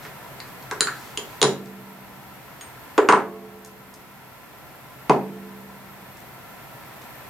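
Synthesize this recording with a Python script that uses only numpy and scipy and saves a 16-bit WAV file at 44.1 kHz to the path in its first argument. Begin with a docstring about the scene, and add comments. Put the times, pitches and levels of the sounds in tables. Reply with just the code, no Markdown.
"""Over a fan-like room noise and a thin whine, a brass mold scrapes softly and clinks. Its two halves are
pulled from a small bench press, parted and set down on the press's metal base. Light touches tick and
clink; heavy knocks thud through the bench and leave the press frame humming, and a loosely held half
sings when struck. The bright metal sounds echo briefly in a small workshop. An automatic gain control
turns everything down at a loud knock, then slowly back up."""
import sys
import numpy as np
from scipy import signal
from scipy.io import wavfile
from scipy.ndimage import uniform_filter1d

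SR = 44100
rng = np.random.default_rng(int(sys.argv[2]) if len(sys.argv) > 2 else 0)


def store_pcm(level_fs):
    """Save levels as 16-bit WAV."""
    pcm = np.round(np.clip(level_fs, -1, 1) * 32767).astype(np.int16)
    wavfile.write(sys.argv[1], SR, np.atleast_2d(pcm).T)


N = 321749

# Levels in the tables are relative. A ring time (t60) is how long a sound takes to fall by 60 dB.
# The fan-like noise. Each row: frequency in Hz, level in dB.
FAN_SPECTRUM = [(22, -19.5), (65, -4), (95, -6.5), (150, -0.5), (250, -2), (420, -6), (750, -2),
                (1200, -7.5), (1850, -7.5), (3200, -17.5), (6500, -24.5), (11500, -22.5), (16000, -33)]
# Pitches that stand out of that noise. Each row: pitch in Hz, width in Hz, level in dB.
FAN_TONES = [(130, 14.4, -52), (697, 28, -65), (949, 13, -56.5), (1013.4, 19, -55), (1346, 35, -53.5),
             (1765, 14, -61.5)]
# How wide that noise sounds. 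Each row: frequency in Hz, side level compared with mid in dB.
FAN_WIDTH = [(30, -2), (130, -9), (500, -4.5), (1200, -8.5), (2400, 0), (8000, 0.5), (15000, -6)]
# A thin electronic whine. Each row: pitch in Hz, level in dB.
WHINE_TONES = [(12592, -79), (12807, -76), (12990, -68.5), (13178, -76), (13394, -69.5), (13722, -77)]
# The mold slides over the base. Each row: start in seconds, length in seconds, level in dB.
MOLD_SLIDES = [(0.0, 0.09, -51), (0.418, .12, -57), (0.812, 0.42, -49.5), (1.2, 0.23, -54)]
# Fingers shift the parts so they touch lightly. Each row: start in seconds, level in dB, pitch in Hz.
LIGHT_TOUCHES = [(0.026, -40, 4500), (0.066, -37, 4400), (0.626, -38, 4460), (1.658, -34, 5175),
                 (3.648, -26.5, 7300), (3.940, -29.5, 6540), (6.171, -38.5, 6000), (6.203, -39.5, 6000),
                 (7.018, -36, 5530)]
# A mold half meets the base or the other half: the bench thuds and clacks, the metal clinks.
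# Each row: start in seconds, thud level in dB, thud's low edge in Hz, clack level in dB, clack pitch in Hz,
# clink level in dB, clink pitch in Hz, damping by the hand (width divided by pitch), edge ring level in dB.
MOLD_KNOCKS = [(0.050, -31, 302, -25.5, 1600, -25.5, 1730, 0.27, -47),
               (0.402, -40, 300, -27, 1920, -19, 4470, 0.14, -43),
               (0.712, -18, 320, -13.5, 1150, -9, 1450, 0.29, -36),
               (0.807, -16.5, 130, -8, 1480, 1, 4050, 0.099, 2),
               (0.871, -38, 190, -6, 1460, -14, 4270, 0.1, -24),
               (1.174, -20, 219, -27, 1150, -6, 3080, 0.12, -12),
               (1.416, 2, 360, -8, 720, -1.5, 3300, 0.36, -5.5),
               (1.428, -4, 128, -0.5, 900, 5.5, 3650, 0.54, 3),
               (1.441, -0.5, 90, -13, 1080, -9, 3900, 0.58, -8),
               (2.611, -40, 300, -29, 1600, -23, 2880, .48, -34),
               (2.979, 8, 290, 2, 1120, -4.5, 2260, 0.37, -14),
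               (3.088, 5.5, 194, 11, 1200, 3.5, 2270, 0.3, -13),
               (3.124, 3.5, 197, 11.5, 1050, -3, 2200, 0.22, -21),
               (5.096, 7, 145, 9.5, 766, -5, 2290, 0.29, -25)]
# Short rings of the bench and base. Each row: pitch in Hz, level in dB, ring time in seconds.
BENCH_MODES = [(140.2, -19, 0.35), (167.3, -26, 0.12), (199, -34, 0.35), (238.2, -23.5, 0.36),
               (260.4, -27.5, 0.34), (311, -26, 0.16), (394, -22, 0.42), (427, -14, 0.29), (478, -24, 0.21),
               (501, -20.5, 0.1), (713, -23, 0.28), (767, -28, 0.32), (801, -24, 0.27), (840, -33, 0.26),
               (931, -26.5, 0.29), (993, -17.5, 0.18), (1022, -24.5, 0.23), (1153, -23, 0.16),
               (1158, -16, 0.14), (1375, -26.5, 0.33), (1538, -26, 0.28), (1695, -21.5, 0.26)]
# The bench's many other rings, which blur together. Each row: frequency in Hz, ring time in seconds.
BENCH_RING_TIMES = [(100, 0.51), (260, 0.54), (700, 0.34), (1100, 0.32), (1800, 0.31), (5000, 0.27)]
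# How strong that blur is. Each row: frequency in Hz, level in dB.
BENCH_SPECTRUM = [(70, -6), (150, -2), (300, 0), (460, 2), (590, 0.5), (800, 2), (1100, -1), (1600, -0.5),
                  (2300, 2.5), (4000, 1.5)]
# Short, bright rings of the mold's edges. Each row: pitch in Hz, width in Hz, level in dB.
EDGE_MODES = [(7000, 430, 0), (9270, 460, -2)]
# For each edge ring, the dB it gains per dB of a knock's edge level: hard knocks favour the higher one.
EDGE_GAIN_SLOPES = (1, 1.15)
# The workshop's echo. Each row: frequency in Hz, ring time in seconds.
ROOM_RING_TIMES = [(200, 0.21), (1500, 0.35), (4500, 0.28), (10000, 0.26), (15000, 0.066)]
# The hum of the press frame. Each row: pitch in Hz, level in dB, ring time in seconds.
FRAME_MODES = [(195.7, -0.5, 2.38), (250, -12.5, 2.4), (348, -4.5, 1.76), (431, -2.5, 2), (440.5, 0, 1.2),
               (568, -8.5, 1.06), (682, -8.5, 1.47), (782, -10.5, 1.1), (1100, -14, 1.32)]
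# Knocks that reach the frame. Each row: start in seconds, level in dB, treble tilt in dB per octave.
FRAME_KNOCKS = [(1.430, -27, -5), (3.090, -27, 3.5), (5.098, -24.5, -3.5)]
# A loosely held brass half is struck. Each row: start in seconds, level in dB.
BRASS_STRIKES = [(2.610, -37.5), (2.978, -43), (3.088, -24)]
# The notes it sings. Each row: pitch in Hz, level in dB, ring time in seconds.
BRASS_MODES = [(6640, 0, 0.12), (8600, -2.5, 0.17)]


def from_db(db):
    """Turn decibels into a number to multiply by."""
    return 10 ** (np.asarray(db) / 20)


def rms_one(x):
    """Scale a sound so its average strength (rms) is 1."""
    return x / np.sqrt(np.mean(x ** 2) + 1e-20)


def at_hz(points, hz):
    """Read between the rows of a (Hz, value) table, with octaves evenly spaced."""
    freqs, values = np.array(points).T
    return np.interp(np.log(hz), np.log(freqs), values)


def band(x, low_hz, high_hz, order=2):
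    """Keep what lies between two frequencies."""
    edges = [low_hz, np.clip(high_hz, low_hz * 1.1, SR * .48)]
    return signal.sosfilt(signal.butter(order, edges, "band", fs=SR, output="sos"), x)


def around(x, hz, octaves):
    """Keep a band so many octaves wide around a pitch."""
    half = 2 ** (octaves / 2)
    return band(x, hz / half, hz * half)


def resonance(x, hz, width_hz):
    """Make a sound ring at one pitch; the narrower the width, the longer it rings."""
    r = np.exp(-np.pi * width_hz / SR)
    feedback = [1, -2 * r * np.cos(2 * np.pi * hz / SR), r * r]
    return signal.lfilter(np.array([1, 0, -1]) * (1 - r * r) / 2, feedback, x)


def fade(t60, size):
    """A curve that starts at 1 and falls 60 dB every t60 seconds."""
    return np.exp(-np.log(1000) * np.arange(size) / (SR * t60))


def stereo(mid, side):
    """Make left and right from what they share (mid) and what sets them apart (side)."""
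    return np.array([mid + side, mid - side])


def add(track, start_s, sound):
    """Mix a sound into a track at a given time."""
    start = int(start_s * SR)
    track[start:start + len(sound)] += sound[:N - start]


def through(x, response):
    """Play a mono track through an object or room, given its stereo response to one click."""
    return signal.fftconvolve(x[None], response, axes=1)[:, :N]


def noise_bands(size):
    """Yield (centre in Hz, mid noise, side noise) for bands about a third of an octave wide."""
    edges = np.geomspace(20, 18000, 30)
    white = rng.standard_normal((2, 2, size + SR // 10))   # extra length lets the filters settle
    for k, (low, high) in enumerate(zip(edges, edges[1:])):
        mid, side = band(white[k % 2], low, high)[:, -size:]   # neighbours use unrelated noise
        yield np.sqrt(low * high), mid, side


def dense_ring(t60s, side_db, size, spectrum=((1000, 0),)):
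    """Countless overlapping rings: stereo noise that dies away band by band."""
    return sum(from_db(at_hz(spectrum, hz)) * stereo(mid, from_db(side_db) * side)
               * fade(at_hz(t60s, hz), size) for hz, mid, side in noise_bands(size))


def clear_ring(modes, size):
    """An object's own notes (modes) as fading sine waves, every second one flipped."""
    t = np.arange(size) / SR
    return sum((-1) ** k * from_db(db) * fade(t60, size) * np.sin(2 * np.pi * hz * t)
               for k, (hz, db, t60) in enumerate(modes))


def chatter(t60):
    """Hard faces meet in a quick burst of tiny contacts."""
    return rng.standard_normal(SR // 10) * fade(t60, SR // 10)


def fan_noise(air_db, tone_side_db):
    """A steady, fan-like rush of air with a few faint pitches in it."""
    air = sum(from_db(at_hz(FAN_SPECTRUM, hz)) * stereo(mid, from_db(at_hz(FAN_WIDTH, hz)) * side)
              for hz, mid, side in noise_bands(N))
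    out = from_db(air_db) * rms_one(air)
    for hz, width_hz, db in FAN_TONES:
        mid, side = rms_one(resonance(rng.standard_normal((2, N)), hz, width_hz))
        out += from_db(db) * stereo(mid, from_db(tone_side_db) * side)
    return out


def whine(boost_db, tone_width_hz, hiss_db, hiss_hz, hiss_width_hz):
    """An electronic whine: a cluster of very high tones on a narrow hiss."""
    tones = sum(from_db(db) * rms_one(resonance(rng.standard_normal(N), hz, tone_width_hz))
                for hz, db in WHINE_TONES)
    pair = from_db(boost_db) * signal.hilbert(tones)   # left and right, a quarter cycle apart
    hiss = rms_one(resonance(rng.standard_normal((2, N)), hiss_hz, hiss_width_hz))
    return np.array([pair.real, pair.imag]) + from_db(hiss_db) * hiss


def slides(grain_db, low_hz, high_hz):
    """The mold rubs on the base: a grainy scrape that swells and fades with each push."""
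    swell = np.zeros(N)
    grains = rng.standard_normal(N) * from_db(grain_db * rng.standard_normal(N))
    for start_s, length_s, db in MOLD_SLIDES:
        add(swell, start_s, from_db(db) * np.hanning(int(length_s * SR)))
    return swell * rms_one(band(grains, low_hz, high_hz, order=1))


def finger_ticks(tick_t60, octaves, slip_gap_s, slip_step_db):
    """The parts touch lightly in the hand, then slip twice at uneven gaps, weaker each time."""
    out = np.zeros(N)
    for start_s, db, hz in LIGHT_TOUCHES:
        for k in range(3):
            tick = around(chatter(tick_t60), hz, octaves)
            delay_s = k * slip_gap_s * rng.uniform(.7, 1.3)
            add(out, start_s + delay_s, from_db(db + k * slip_step_db) * tick)
    return out


def bench_knocks(thud_top_hz, dense_db, side_db, first_wave_db, first_wave_t60):
    """Each knock is a slow push (thud) plus a quick one (clack); both make the same bench ring."""
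    force, click = np.zeros(N), signal.unit_impulse(SR // 10)
    for start_s, thud_db, thud_low_hz, clack_db, clack_hz, _, _, damping, _ in MOLD_KNOCKS:
        add(force, start_s, from_db(thud_db) * band(click, thud_low_hz, thud_top_hz, order=3))
        octaves = 0.29 + 1.86 * damping   # a loose contact clacks at one pitch, a damped one broadly
        add(force, start_s, from_db(clack_db) * around(click, clack_hz, octaves))
    dense = dense_ring(BENCH_RING_TIMES, side_db, size=SR, spectrum=BENCH_SPECTRUM)
    # the first wave from the point of impact is stronger than the ringing that follows
    dense *= 1 + from_db(first_wave_db) * fade(first_wave_t60, size=SR)
    return through(force, clear_ring(BENCH_MODES, size=SR) + from_db(dense_db) * dense)


def clinks(contact_t60, chatter_db, width_ratio, low_hz, top_hz):
    """Metal held in the hand: the grip sets its pitch and damping, but the edges keep their pitches."""
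    out = np.zeros(N)
    for start_s, *_, clink_db, clink_hz, damping, edge_db in MOLD_KNOCKS:
        body = (clink_hz, damping * clink_hz, clink_db)
        edges = [(hz, width_hz, db + slope * edge_db)
                 for (hz, width_hz, db), slope in zip(EDGE_MODES, EDGE_GAIN_SLOPES)]
        for hz, width_hz, db in [body] + edges:
            contact = signal.unit_impulse(SR // 10) + from_db(chatter_db) * chatter(contact_t60)
            ring = resonance(contact, hz, width_hz)
            ring = resonance(ring, hz, width_hz * width_ratio)   # trims sound far from the pitch
            add(out, start_s, 2 * from_db(db) * ring / np.sqrt(np.sum(ring ** 2)))
    return band(out, low_hz, top_hz, order=4)


def snaps(offset_db, snap_t60, low_hz, high_hz, top_hz):
    """The dry snap as hard faces meet at the start of a knock; it grows with the clink."""
    bursts = np.zeros(N)
    for start_s, *_, clink_db, _, _, _ in MOLD_KNOCKS:
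        add(bursts, start_s, from_db(clink_db + offset_db) * chatter(snap_t60))
    bright = band(bursts, low_hz, high_hz, order=1)
    return band(bright, 256, top_hz, order=4)


def frame_hum(left_minus_right_db):
    """The press frame hums on after heavy knocks; two close pitches make it waver."""
    out = np.zeros(N)
    lowest_hz = FRAME_MODES[0][0]
    for start_s, db, tilt_db in FRAME_KNOCKS:
        modes = [(hz, db + mode_db + tilt_db * np.log2(hz / lowest_hz), t60)
                 for hz, mode_db, t60 in FRAME_MODES]
        add(out, start_s, clear_ring(modes, size=3 * SR))
    return out * from_db([[left_minus_right_db / 2], [-left_minus_right_db / 2]])


def brass_ring():
    """A loosely held half is free to ring, and sings two clean, high notes."""
    out = np.zeros(N)
    for start_s, db in BRASS_STRIKES:
        add(out, start_s, from_db(db) * clear_ring(BRASS_MODES, size=SR))
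    return out


def room(x, echo_db, side_db, gap_s):
    """The direct sound, then the short echo of a small workshop."""
    tail = dense_ring(ROOM_RING_TIMES, side_db, size=SR // 2) * (np.arange(SR // 2) > gap_s * SR)
    tail /= np.sqrt(np.sum(tail ** 2) / 2)
    return x + from_db(echo_db) * through(x, tail)


def scene():
    """Mix the bright metal sounds and their echo with the bench, the press and the background."""
    metal = clinks(contact_t60=0.022, chatter_db=-18, width_ratio=1.7, low_hz=810, top_hz=10000)
    metal += brass_ring()
    metal += snaps(offset_db=-7, snap_t60=0.015, low_hz=1200, high_hz=5050, top_hz=10000)
    metal += finger_ticks(tick_t60=0.018, octaves=1.3, slip_gap_s=0.011, slip_step_db=-6)
    metal += slides(grain_db=4, low_hz=1402, high_hz=6400)
    press = bench_knocks(thud_top_hz=555, dense_db=-2.5, side_db=-10,
                         first_wave_db=-4, first_wave_t60=0.034)
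    press += frame_hum(left_minus_right_db=-2.3)
    background = fan_noise(air_db=-41.5, tone_side_db=-8)
    background += whine(boost_db=11.5, tone_width_hz=25, hiss_db=-53.5, hiss_hz=13200, hiss_width_hz=960)
    return press + room(metal, echo_db=-4, side_db=0, gap_s=0.0029) + background


def gain_control(x, threshold_db, recovery_db_per_s, treble_weight):
    """The volume drops at once on a loud sound, more so on a bright one, and creeps back."""
    power = x ** 2 + (treble_weight * np.diff(x, prepend=0)) ** 2
    level_db = 10 * np.log10(uniform_filter1d(power.mean(axis=0), size=300) + 1e-12)
    excess_db = np.maximum(level_db - threshold_db, 0)
    ramp = recovery_db_per_s * np.arange(N) / SR
    cut_db = np.maximum.accumulate(excess_db + ramp) - ramp   # each cut shrinks at a steady rate
    return x * from_db(-cut_db)


def record(dry, cutoff_hz=15900):
    """Turn down loud knocks, round off the peaks and remove the highest treble."""
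    held = gain_control(dry, threshold_db=-8, recovery_db_per_s=2, treble_weight=1.43)
    rounded = held / (1 + held ** 8) ** (1 / 8)
    low_pass = signal.ellip(10, .1, 80, cutoff_hz, fs=SR, output="sos")
    return signal.sosfilt(low_pass, .92 * rounded)


dry = scene()
out = record(dry)
store_pcm(out)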